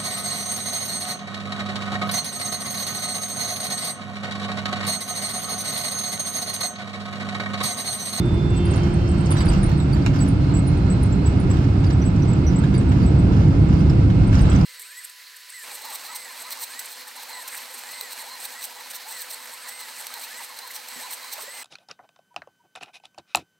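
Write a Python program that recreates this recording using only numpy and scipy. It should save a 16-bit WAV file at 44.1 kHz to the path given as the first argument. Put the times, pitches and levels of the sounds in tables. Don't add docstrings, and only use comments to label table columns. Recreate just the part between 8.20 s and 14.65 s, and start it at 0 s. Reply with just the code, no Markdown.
import sys
import numpy as np
from scipy import signal
from scipy.fft import rfft, irfft, next_fast_len
from scipy.io import wavfile
from scipy.ndimage import uniform_filter1d, minimum_filter1d, map_coordinates

SR = 44100
rng = np.random.default_rng(int(sys.argv[2]) if len(sys.argv) > 2 else 0)


def put_to_file(sound):
    columns = np.atleast_2d(sound).T
    safe = np.clip(columns, -1, 1)
    whole_steps = np.round(safe * 32767)
    wavfile.write(sys.argv[1], SR, whole_steps.astype(np.int16))


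N = 284445
TOP_HZ = 15900

# f/Hz, left minus right/dB
BALANCE = [(60, -0.5), (110, -1), (200, -3), (380, -2), (700, -5.5), (1290, -7.5), (2380, -2), (4400, -9.5),
           (8120, -1), (15000, 1.5)]
# f/Hz, width/Hz, gain/dB
PLASTIC_MODES = [(980, 170, 8), (1200, 160, 6), (1640, 220, 6), (2330, 120, -1), (2730, 400, -3),
                 (3900, 700, -5), (5500, 1500, -13), (8200, 1500, -20)]


def amp(db):
    return 10 ** (np.asarray(db) / 20)


def along(points, hz):
    f, v = np.transpose(points)
    return np.interp(np.log(hz + 1), np.log(f + 1), v)


def curves(rows):
    times, *cols = np.transpose(rows)
    return [np.interp(np.arange(N) / SR, times, col) for col in cols]


def swells(rows):
    t = np.arange(N) / SR
    return sum(height * np.exp(-((t - middle) / half) ** 2) for middle, half, height in rows)


def wobble(rate, size=N):
    knots = rng.standard_normal(int(size * rate / SR) + 4)
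    return map_coordinates(knots, [np.arange(size) * rate / SR])


def filtered(x, response):
    m = next_fast_len(N + SR // 2)
    return irfft(rfft(x, m) * response(np.fft.rfftfreq(m, 1 / SR)), m)[..., :N]


def ring(x, hz, q):
    b, a = signal.iirpeak(hz, q, fs=SR)
    return signal.lfilter(b, a, signal.lfilter(b, a, x))


def shell(x, modes):
    return filtered(x, lambda hz: sum(
        (-1) ** k * amp(db) * 1j * hz * width / (centre ** 2 - hz ** 2 + 1j * hz * width)
        for k, (centre, width, db) in enumerate(modes)))


def add(track, s, sound):
    part = track[:, max(round(s * SR), 0):][:, :sound.shape[-1]]
    part += sound[..., :part.shape[-1]]


def spread(pair, spectrum):
    def response(hz):
        db = along(spectrum, hz) + np.outer([.5, -.5], along(BALANCE, hz))
        return amp(db) * (hz < 2 * spectrum[-1][0])
    field = filtered(pair, response)
    return field / np.std(field.mean(0))


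def low_noise(spectrum, evenness):
    # f/Hz, correlation
    likeness = [(60, .997), (130, .975), (290, .85), (420, .7)]
    def width(hz):
        angle = np.arccos(along(likeness, hz)) / 2
        return np.array([np.cos(angle), np.sin(angle)])
    mid, side = filtered(rng.standard_normal((2, N)), width)
    field = spread(np.array([mid + side, mid - side]), spectrum)
    power = np.abs(uniform_filter1d(field.mean(0) ** 2, size=SR // 7))
    return field / (power + 1e-9) ** (evenness / 2)


def in_cabin(sound, wet_db=-10, left_db=-3, lead_s=.00041):
    # f/Hz, t60/s
    decay = [(300, 0.028), (4000, 0.22), (9000, 0.14), (15000, 0.0078)]
    hz, t, bands = signal.stft(rng.standard_normal((2, SR // 5)), SR, nperseg=256)
    tail = signal.istft(bands * amp(-60 * t / along(decay, hz)[:, None]), SR, nperseg=256)[1]
    paths = amp(wet_db) * tail / np.linalg.norm(tail[0])
    paths[0, 0] += 1
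    paths[1, round(lead_s * SR)] += 1
    return signal.fftconvolve(sound[None], paths, axes=1) * amp([[left_db / 2], [-left_db / 2]])


def roughness():
    # middle/s, half length/s, roughness (0 smooth, about 1 rough)
    patches = [(0.545, 0.14, 0.46), (1.29, 0.27, 0.84), (6.283, 0.17, 1.12)]
    return swells(patches)


def air(smooth_db=-38, rough_rise_db=4.5, fall_db_per_s=.03, direct=.35, lead_s=.00041):
    # f/Hz, relative level/dB
    colour = [(240, -19.5), (400, -5.5), (540, -5.5), (983, -9), (1090, -14.5), (1330, -11), (1860, -20),
              (2120, -17), (2290, -20), (2580, -17.5), (3130, -24), (4750, -26.5), (6760, -37),
              (8110, -32.5), (9000, -37.5), (11700, -102), (19800, -120)]
    air_db = smooth_db - fall_db_per_s * np.arange(N) / SR + rough_rise_db * roughness()
    wall = rng.standard_normal(N)
    pair = rng.standard_normal((2, N)) + direct * np.array([wall, np.roll(wall, round(lead_s * SR))])
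    gust_db = .6 * wobble(9)
    return amp(air_db + gust_db) * spread(pair, colour)


def electric_tone(hz=2158, trim_db=-1):
    # t/s, level before trim/dB
    ride = [(0, -53.5), (2.1, -53.5), (2.8, -51.5), (4.6, -54.5), (6.45, -53.5)]
    db = curves(ride)[0] + trim_db + 2 * wobble(8)
    shimmer_db = 2 * np.array([wobble(25), wobble(25)])
    phase = 2 * np.pi * hz * np.arange(N) / SR + .5 * wobble(22)
    return amp(db + shimmer_db) * np.sin(phase) * amp([[-1.5], [1.5]])


def engine_whines(fade_s=.063, waver_hz=7, flutter_db=1.8):
    # start/s, end/s, start f/Hz, end f/Hz, start level/dB, end level/dB
    glides = [(.3, 1.65, 4375, 4246, -55, -50), (2.15, 3.1, 4195, 4122, -51, -53),
              (-.1, .27, 3582, 3520, -41.5, -46), (.21, .53, 3522, 3503, -45, -49),
              (.33, 1.25, 3114, 3092, -45.5, -56), (.29, .68, 2720, 2710, -45, -49),
              (.7, 1.05, 2712, 2706, -53, -52), (2.4, 4.4, 2526, 2522, -58, -59)]
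    t, out = np.arange(N) / SR, np.zeros((2, N))
    for start, end, from_hz, to_hz, from_db, to_db in glides:
        hz = np.interp(t, [start, end], [from_hz, to_hz])
        phase = 2 * np.pi * np.cumsum(hz + waver_hz * wobble(60)) / SR
        gate = np.clip(np.minimum(t - start, end - t) / fade_s, 0, 1)
        db = np.interp(t, [start, end], [from_db, to_db]) + flutter_db * wobble(45)
        for ear in range(2):
            out[ear] += amp(db + wobble(30)) * gate * np.sin(phase + ear * hz / 3000)
    return out * amp([[-1.5], [1.5]])


def hums(waver_db=2):
    # start/s, loudest/s, end/s, start f/Hz, end f/Hz, level/dB
    tones = [(-2, .4, 2.3, 350, 346, -29.5), (-.2, .4, .95, 400, 394, -36),
             (1.55, 1.95, 2.7, 277, 277, -26), (1.9, 2.4, 2.8, 296, 295, -30),
             (2.6, 3.7, 4.2, 277, 270, -30), (2.5, 3.2, 3.7, 401, 400, -37.5),
             (2.9, 3.35, 3.7, 386, 383, -35.5), (3.7, 4.15, 4.5, 362, 359, -34),
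             (4.0, 4.75, 5.2, 252, 251, -30)]
    t, out = np.arange(N) / SR, np.zeros(N)
    for start, loudest, end, from_hz, to_hz, db in tones:
        phase = 2 * np.pi * np.cumsum(np.interp(t, [start, end], [from_hz, to_hz])) / SR
        swell = np.sin(np.pi / 2 * np.interp(t, [start, loudest, end], [0, 1, 0]))
        out += amp(db + waver_db * wobble(11)) * swell * np.sin(phase)
    return out * amp([[-1.2], [1.2]])


def shaking(smooth_db=-53.5, rough_rise_db=3.5, flicker_db=3, attack_s=.012, fall_db_per_s=183):
    # t/s, hold/s, level/dB
    rattles = [(0.639, 0.036, -46.5), (1.104, .093, -45), (1.317, 0.017, -41.5), (1.44, 0.091, -52),
               (1.942, 0.053, -41), (3.061, 0.035, -47), (3.299, .15, -46), (5.124, .1, -44.5),
               (6.131, 0.079, -41), (6.318, 0.1, -42.5)]
    t = np.arange(N) / SR
    power = amp(smooth_db + rough_rise_db * roughness() + flicker_db * wobble(14)) ** 2
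    for s, hold, db in rattles:
        attack = np.clip((t - s) / attack_s + 1, 0, 1)
        fall_db = fall_db_per_s * np.maximum(t - s - hold, 0)
        power += (attack * amp(db - fall_db)) ** 2
    return np.sqrt(power)


def chatter(contacts_per_s=900, size_db=6, ring_db=-6):
    # f/Hz, relative level/dB
    colour = [(350, -28.5), (650, 7), (1300, 17), (1900, 2), (2600, 2), (3500, 0), (4750, 1.5), (6500, -2),
              (9000, -23), (10500, -27), (13500, -11.5), (16000, -43)]
    hits = rng.random(N) < contacts_per_s / SR
    sizes = amp(size_db * np.minimum(rng.exponential(size=N), 3))
    contacts = in_cabin(hits * sizes * rng.choice([-1, 1], N), wet_db=-3, left_db=0)[:, :N]
    ringing = shell(contacts, PLASTIC_MODES)
    ringing *= amp(ring_db) / np.sqrt(np.mean(ringing ** 2))
    return shaking() * (spread(contacts, colour) + ringing * amp([[-1.5], [1.5]]))


def ticks(t60_s=.042, q=2.64):
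    # t/s, level before the resonance/dB, f/Hz
    snaps = [(.537, -29.5, 6340), (.581, -41, 5540), (.634, -27.5, 5570), (.877, -31, 5550),
             (1.059, -27, 6330), (1.068, -24.5, 4900), (1.113, -29, 6000), (1.333, -28.5, 6770),
             (1.339, -34, 4600), (1.513, -42.5, 7250), (1.496, -44, 13500), (1.741, -43, 13000),
             (1.82, -26.5, 4500), (1.944, -32, 6000), (3.645, -29, 5000), (3.706, -25, 5000),
             (3.962, -33.5, 5700), (5.28, -36, 6500), (5.697, -26.5, 4980), (6.143, -35.5, 5950),
             (6.153, -25, 5630), (6.298, -32, 6200)]
    out, t = np.zeros((2, N)), np.arange(SR // 10) / SR
    for s, db, hz in snaps:
        snap = amp(db - 60 * t / t60_s) * rng.standard_normal(len(t))
        add(out, s, in_cabin(ring(snap, hz, q)))
    return out


def faint_slips(smooth_per_s=2, rough_extra_per_s=6, detune=.017, slip_s=.021, candidates=200):
    pitches = [7750, 8050, 8300, 8500]
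    when, chance = rng.random((2, candidates))
    rate = smooth_per_s + rough_extra_per_s * roughness()[(when * N).astype(int)]
    hz = rng.choice(pitches, candidates) * (1 + detune * rng.standard_normal(candidates))
    db = -48.5 + 3.5 * rng.standard_normal(candidates)
    rows = np.transpose([when * N / SR, hz, db, np.full(candidates, slip_s)])
    return rows[chance < rate * N / SR / candidates]


def squeaks(waver_hz=48, boost_db=2, scrape_db=-32, flutter_db=3.5):
    # t/s, f/Hz, peak before boost/dB, slip length/s
    slips = [(.3, 8050, -48, 0.017), (.362, 7930, -37, .03), (.452, 8920, -32, 0.019),
             (.464, 4730, -39, 0.015), (.505, 8560, -32, 0.02), (.558, 8960, -31.5, 0.017),
             (.886, 8200, -41, .03), (.914, 8000, -37, 0.015), (1.0, 8400, -40.5, 0.028),
             (1.105, 9040, -21, 0.026), (1.118, 4740, -35.5, .02), (1.166, 3920, -31.5, 0.039),
             (1.168, 7820, -43.5, 0.014), (1.176, 5830, -38, .026), (1.18, 4720, -32.5, 0.051),
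             (1.204, 7790, -37, 0.036), (1.254, 9200, -30.5, 0.013), (1.282, 4730, -28, 0.017),
             (1.287, 8150, -31.5, 0.026), (1.43, 8800, -27, 0.024), (1.458, 8860, -33.5, 0.017),
             (1.598, 3820, -32, 0.022), (1.6, 7800, -45.5, 0.058), (1.727, 4550, -30, 0.023),
             (1.745, 7570, -43.5, .016), (1.984, 4680, -35.5, 0.03), (2.001, 7850, -27, 0.054),
             (2.079, 8970, -28.5, 0.021), (2.338, 7710, -32.5, 0.048), (2.378, 8020, -35.5, 0.033),
             (2.47, 9220, -31.5, 0.021), (2.7, 7970, -34, 0.045), (2.83, 8970, -28, 0.014),
             (2.922, 7590, -36.5, 0.023), (3.057, 7805, -29.5, .035), (3.2, 9270, -35, 0.015),
             (3.3, 7760, -32.5, 0.031), (3.665, 4630, -36, 0.017), (3.725, 8000, -42.5, .02),
             (3.817, 5910, -39, 0.017), (3.852, 7870, -36, .04), (4.022, 5860, -37.5, 0.018),
             (4.078, 7890, -42, 0.049), (4.132, 7700, -35.5, .012), (4.265, 5870, -33, 0.028),
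             (4.358, 7720, -35, 0.017), (4.383, 8000, -36, 0.02), (4.543, 4700, -35, 0.028),
             (4.576, 8070, -32, 0.026), (4.69, 7920, -46, .022), (4.83, 4650, -40.5, .014),
             (4.857, 7880, -39.5, 0.049), (4.987, 8050, -44, 0.022), (5.485, 7700, -46, .014),
             (5.587, 4670, -43, 0.021), (6.068, 8430, -40, 0.02), (6.184, 4800, -35.5, 0.012),
             (6.208, 8440, -35, 0.024), (6.298, 7880, -34.5, 0.016), (6.33, 5000, -38.5, 0.012),
             (6.36, 6020, -32.5, 0.0088), (6.41, 4800, -37, 0.01)]
    # f/Hz, factor on waver and scrape
    coarseness = [(4700, 2.0), (5900, 1), (8000, 1.1)]
    # f/Hz, level against the fundamental/dB
    radiation = [(8000, -9), (9400, -11), (11800, -25), (14000, -23.5), (15800, -25.5)]
    # f/Hz, lead of the left microphone/s
    leads = [(4700, .00041), (5900, .00035), (7700, .00039)]
    out = np.zeros((2, N))
    for s, hz, db, slip_s in [*slips, *faint_slips()]:
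        n = int(slip_s * SR)
        progress = np.arange(n) / n
        coarse = along(coarseness, hz)
        phase = 2 * np.pi * np.cumsum(hz + coarse * waver_hz * wobble(600, size=n)) / SR
        grip = np.sin(np.pi * progress ** .57) * amp(flutter_db * wobble(280, size=n))
        scrape = coarse * amp(scrape_db) * (1 - progress) * rng.standard_normal(n)
        orders = range(2, int(TOP_HZ / hz) + 1)
        overtones = sum(amp(along(radiation, k * hz)) * np.sin(k * phase) for k in orders)
        tone = grip * (np.sin(phase) + overtones + scrape)
        heard = in_cabin(tone, wet_db=-11, left_db=along(BALANCE, hz) / 2, lead_s=along(leads, hz))
        add(out, s, amp(db + boost_db) * heard / np.abs(heard).max())
    return out


def clacks(q=3.1):
    # t/s, level before the resonances/dB, t60/s, own f/Hz
    fittings = [(.535, -28.5, .05, 2200), (0.578, -25.5, 0.045, 1280), (1.113, -21.5, 0.08, 2070),
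                (1.165, -25, .06, 1400), (1.205, -22, 0.1, 2080), (1.266, -26, 0.041, 1700),
                (1.301, -29, 0.046, 2900), (1.433, -25, 0.044, 1800), (1.491, -25.5, .05, 1470),
                (1.515, -24, .05, 1580), (1.765, -28, .06, 1400), (3.075, -29.5, .06, 2300),
                (3.305, -26.5, 0.084, 1400), (3.37, -25.5, 0.055, 1400), (3.64, -25, .07, 1400),
                (3.703, -23.5, 0.055, 1450), (4.437, -23.5, 0.07, 1400), (4.54, -25.5, 0.098, 1350),
                (4.61, -29.5, .08, 1350), (4.718, -25, 0.09, 1500), (5.697, -28, .06, 1500),
                (5.9, -28, 0.072, 1800), (6.127, -22.5, .06, 2300), (6.144, -20, 0.06, 1500),
                (6.191, -24, .06, 1360), (6.253, -24, 0.048, 2300), (6.317, -23, 0.05, 2750),
                (6.35, -23.5, 0.05, 1400), (6.386, -25, 0.05, 1410)]
    strikes, own_ring = np.zeros((2, N)), np.zeros((2, N))
    t = np.arange(SR // 5) / SR
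    for s, db, t60, hz in fittings:
        buzz = amp(db - 60 * t / t60) * rng.standard_normal(len(t))
        heard = in_cabin(buzz, left_db=-4, lead_s=rng.uniform(.0002, .0006))
        add(strikes, s, heard)
        add(own_ring, s, ring(heard, hz, q))
    return shell(strikes, PLASTIC_MODES) + own_ring


def knock(buzz_db=-19):
    # t/s, peak/dB, t60 of the buzz/s
    slap = (1.862, -11, 0.053)
    # f/Hz, width/Hz, relative gain/dB
    panel_modes = [(956, 260, 3.5), (1225, 260, 2), (1610, 300, -0.5), (2150, 260, 2.5), (2660, 350, 0.5),
                   (3950, 500, -4), (4880, 1000, -10), (7300, 1600, -14.5), (13400, 2000, -31)]
    s, db, t60 = slap
    out, t = np.zeros((2, N)), np.arange(SR // 10) / SR
    blow = amp(buzz_db - 60 * t / t60) * rng.standard_normal(len(t))
    blow[0] += 1
    add(out, s, in_cabin(blow, lead_s=.00074))
    body = shell(out, panel_modes)
    return amp(db) * body / np.abs(body).max()


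def rumble(heave_db=-29, tread_db=-44, tread_growth=1.4, rough_rise_db=1):
    # t/s, tyre level on smooth runway/dB, panel drone level/dB
    roll = [(0, -18.5, -28.5), (.3, -18, -30.5), (1.6, -17.5, -29.5), (1.9, -16.5, -27.5),
            (2.2, -16.5, -29), (3.5, -16, -28), (4.4, -16, -26.5), (5.2, -12.5, -24), (5.8, -13.5, -25),
            (6.45, -14, -26)]
    # middle/s, half length/s, rise/dB
    bumps = [(1.35, 0.17, 11.5), (5.55, 0.18, 1), (6.17, .14, 10.5)]
    # f/Hz, relative level/dB
    heave_colour = [(12, -20), (22, -12), (32, -6.5), (48, 1.5), (58, -4.5), (80, -40.5)]
    tyre_colour = [(35, -35.5), (52, -11), (71, 2), (84, -4), (100, 1), (116, -4.5), (138, 0), (162, -5),
                   (190, -4), (212, -11.5), (240, -17.5), (400, -53.5)]
    tread_colour = [(330, -30), (440, 4), (620, -1.5), (800, -6.5), (1200, -39.5)]
    drone_colour = [(190, -43), (235, -13.5), (255, 1.5), (280, 0.5), (325, -1.5), (365, -7), (398, -10),
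                    (418, -19.5), (445, -15), (510, -22.5), (600, -46)]
    tyre_db, drone_db = curves(roll)
    rough_db = rough_rise_db * roughness()
    swell_db = tyre_db - tyre_db.mean()
    heave = amp(heave_db + swell_db + swells(bumps)) * low_noise(heave_colour, evenness=.86)
    tyres = amp(tyre_db + rough_db) * low_noise(tyre_colour, evenness=.7)
    tread = amp(tread_db + tread_growth * swell_db + rough_db) * low_noise(tread_colour, evenness=.35)
    panels = amp(drone_db) * low_noise(drone_colour, evenness=.68)
    return heave + tyres + tread + panels


def scene():
    bed = rumble() + air() + engine_whines() + electric_tone() + hums()
    return bed + chatter() + clacks() + knock() + ticks() + squeaks()


def record(dry, ceiling=.69):
    needed = np.minimum(1, ceiling / (np.abs(dry).max(0) + 1e-9))
    gain = uniform_filter1d(minimum_filter1d(needed, size=600), size=300)
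    return filtered(dry * gain, lambda hz: hz < TOP_HZ)


dry = scene()
out = record(dry)
put_to_file(out)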